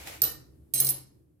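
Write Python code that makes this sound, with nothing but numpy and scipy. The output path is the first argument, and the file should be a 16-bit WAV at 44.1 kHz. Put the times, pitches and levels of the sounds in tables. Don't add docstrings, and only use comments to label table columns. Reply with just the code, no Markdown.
import sys
import numpy as np
from scipy import signal
from scipy.fft import rfft, irfft
from scipy.io import wavfile

SR = 44100
rng = np.random.default_rng(int(sys.argv[2]) if len(sys.argv) > 2 else 0)


def digitize_waveform(pressure):
    field = np.atleast_2d(pressure).T
    bounded = np.clip(field, -1, 1)
    quanta = np.round(bounded * 32767).astype(np.int16)
    wavfile.write(sys.argv[1], SR, quanta)


N = 61739

# (time [s], clack [dB], tick [dB], thump [dB], handle [dB], neck [dB], bowl [dB], rim [dB])
CONTACTS = [(0.2185, 1.5, -2, 4.5, -36.5, -26.5, 10, -23), (.2371, -6, -12.5, -1, -31, -29.5, 5.5, -16),
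            (0.7375, -20, -3.5, 3.5, -2, -1.5, 1.5, -7), (0.7783, -15, -26, -0.5, -6.5, -5.5, -8, -26),
            (.8008, -5, 1, 4, -6.5, 5, 5.5, 4.5), (0.822, -16, -24.5, -3, -20, -18, -11, -3),
            (0.846, -11.5, -10.5, 0.5, -10, 0, -27, 1.5), (.8683, -3.5, -8.5, -3.5, -8, -7.5, -2, -8),
            (0.8888, -6, -8.5, -3, -9, 5.5, 0, 2), (0.897, -15, -17.5, -18.5, -11, -3.5, -3.5, -4),
            (0.9052, -29, -9.5, -7, -25, -34, 1, -14), (.9195, -23, -18.5, -4.5, -8.5, -12, -14, -17)]


def undb(db):
    return 10 ** (np.asarray(db) / 20)


def pan(left_minus_right_db):
    return undb(np.array([[left_minus_right_db], [-left_minus_right_db]]) / 2)


def by_hz(points):
    hz, values = np.array(points, float).T
    return np.interp(np.log(np.fft.rfftfreq(N, 1 / SR) + 1), np.log(hz), values)


def colour(x, spectrum):
    gain = undb(by_hz(spectrum))
    return irfft(rfft(x) * gain / np.sqrt(np.mean(gain ** 2)), N)


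def since(start_s):
    return np.maximum(np.arange(N) / SR - start_s, 0)


def fade(t, t60_s):
    return np.exp(-np.log(1000) * t / t60_s)


def rise(t, tau_s):
    return 1 - np.exp(-t / tau_s)


def curve(points):
    return undb(np.interp(since(0), *np.array(points).T))


def burst(start_s, tau_s):
    t = since(start_s)
    return rng.standard_normal((2, N)) * (t > 0) * np.exp(-t / tau_s)


def background():
    # (frequency [Hz], relative density [dB])
    spectrum = [(25, -23), (42, -27.5), (65, 8), (100, 0.5), (130, 4.5), (200, -11), (320, -2.5),
                (500, -18.5), (800, -31), (2000, -40.5), (6000, -45.5), (12000, -34.5), (16000, -48)]
    # (time [s], level [dB])
    envelope = [(0, -53), (.55, -56.5), (1.05, -62.5), (1.17, -58.5), (1.27, -64), (1.39, -66)]
    full_width_hz = 510
    mid, side = colour(rng.standard_normal((2, N)), spectrum)
    width = np.minimum(np.fft.rfftfreq(N, 1 / SR) / full_width_hz, 1)
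    side = irfft(rfft(side) * width, N)
    return np.array([mid + side, mid - side]) * curve(envelope)


def rustle():
    # (frequency [Hz], relative density [dB])
    spectrum = [(150, -23), (400, -4), (720, -2.5), (1000, -8.5), (1600, -7.5), (2250, -3), (3200, -9),
                (5000, -11.5), (10000, -13), (14400, -13), (16000, -26)]
    # (time [s], level [dB])
    envelope = [(0, -46.5), (.055, -48.5), (.08, -39), (.11, -44), (.155, -45.5), (.2, -54.5), (.3, -68.5),
                (.45, -99)]
    brush = rng.standard_normal((2, N)) * curve(envelope)
    snap = undb(-33.5) * burst(start_s=.0728, tau_s=.0025)
    return colour(brush + snap, spectrum)


def kitchen(steel):
    # (frequency [Hz], level [dB], t60 [s])
    bands = [(200, 5.5, 1), (540, 14.5, 0.5), (1340, 7, 0.45), (2970, 4.5, .35), (5023, -4, 0.41),
             (8460, -5, 0.32), (12400, -5, 0.25), (15200, -9, 0.13)]
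    # (time [s], level [dB])
    send = [(.3, 2), (.75, 3), (.9, -4)]
    t = since(start_s=.0031)
    noise = rfft(rng.standard_normal((2, N)))
    response = np.zeros((2, N))
    for centre_hz, db, t60_s in bands:
        band = by_hz([(hz, hz == centre_hz) for hz, _, _ in bands])
        envelope = fade(t, t60_s) * rise(t, tau_s=.0065)
        response += undb(db) * irfft(noise * band, N) * envelope / np.sqrt(np.sum(envelope ** 2))
    echo = signal.fftconvolve(steel * curve(send), response, axes=1)[:, :N]
    return echo * pan(left_minus_right_db=4.5)


def counter():
    # (frequency [Hz], relative level [dB], t60 [s])
    modes = [(130, -46.5, .5), (190, -60, .3), (245, -60, .3), (305, -57, .55), (345, -57, .4),
             (425, -64, .35), (555, -56, .22), (645, -61, .25), (1240, -64, .2)]
    # (frequency [Hz], relative density [dB])
    knock_spectrum = [(30, -15.5), (55, -2), (85, 3), (120, -4.5), (200, -1.5), (330, -5.5), (600, -12.5),
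                      (1000, -25.5), (2000, -31), (6000, -68)]
    hum, knock = np.zeros(N), np.zeros(N)
    for start_s, _, _, thump_db, *_ in CONTACTS:
        t = since(start_s)
        knock += undb(thump_db) * burst(start_s, tau_s=.01)[0]
        swell = rise(t, tau_s=.018)
        for hz, db, t60_s in modes:
            hum += undb(thump_db + db) * np.sin(2 * np.pi * hz * t) * fade(t, t60_s) * swell
    return undb(5) * hum + undb(-47) * colour(knock, knock_spectrum)


def clicks():
    # (frequency [Hz], relative density [dB])
    clack_spectrum = [(200, -3.5), (600, -15.5), (1200, -9), (2500, -15), (3500, -7.5), (4300, 6.5),
                      (6200, 3.5), (7200, -3), (9000, -4), (15500, -23)]
    # (frequency [Hz], relative density [dB])
    tick_spectrum = [(200, -6.5), (600, -17.5), (1200, -18.5), (2500, -9), (4500, -6), (7000, -0.5),
                     (8800, 8), (10500, 3), (12000, 10), (15500, -4.5)]
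    tau_s = .0027
    clack = sum(undb(db) * burst(start_s, tau_s) for start_s, db, *_ in CONTACTS)
    tick = sum(undb(db) * burst(start_s, tau_s) for start_s, _, db, *_ in CONTACTS)
    mix = undb(-24) * colour(clack, clack_spectrum) + undb(-16.5) * colour(tick, tick_spectrum)
    return mix * pan(left_minus_right_db=-5.5)


def spoon_ring():
    handle = [(2200, -52, .15, -5), (2885, -48, .13, -2), (4030, -39, .2, -3), (4230, -38, .12, -1),
              (4400, -43, .12, -3), (5030, -38, .15, -2), (5365, -37, .17, -8), (6328, -33, .15, -10),
              (7290, -42, .2, 0), (7570, -40, .1, -8), (8199, -28, .28, -10), (8940, -25.5, .22, -9),
              (9712, -39, .2, -10)]
    neck = [(11088, -22, .11, 2), (11135, -30, .12, 0), (11290, -31, .04, -1)]
    bowl = [(1830, -60, .2, -1), (2960, -56, .12, -2), (10926, -41, .16, -4), (12195, -31, .06, -6),
            (12320, -22, .04, -7), (12512, -41, .12, -4), (13895, -21, .04, -8), (14040, -30, .035, -6)]
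    rim = [(14815, -24, .15, -7), (15470, -39, .12, -6)]
    damp_tau_s, detune_sd = .0065, .0007
    left_lag_s = .00015
    ends_s = [row[0] for row in CONTACTS[1:]] + [.85]
    out, size = np.zeros((2, N)), SR // 4
    t = np.arange(size) / SR
    ear_t = np.array([t - left_lag_s, t])
    for (start_s, _, _, _, *parts_db), end_s in zip(CONTACTS, ends_s):
        damped_s = np.maximum(t - (end_s - start_s), 0)
        gate = rise(t, tau_s=.0011) * np.exp(-damped_s / damp_tau_s)
        i = int(start_s * SR)
        for part_db, modes in zip(parts_db, (handle, neck, bowl, rim)):
            for hz, db, t60_s, pan_db in modes:
                detuned_hz = hz * (1 + detune_sd * rng.standard_normal())
                ring = np.sin(2 * np.pi * (detuned_hz * ear_t + rng.random())) * fade(t, t60_s)
                out[:, i:i + size] += pan(pan_db) * undb(db + part_db) * ring * gate
    return out


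def scene():
    steel = spoon_ring() + clicks()
    return steel + kitchen(steel) + counter() + rustle() + background()


def record(dry):
    cutoff_hz = 15900
    return signal.sosfilt(signal.ellip(8, .2, 80, cutoff_hz, fs=SR, output="sos"), dry)


dry = scene()
out = record(dry)
digitize_waveform(out)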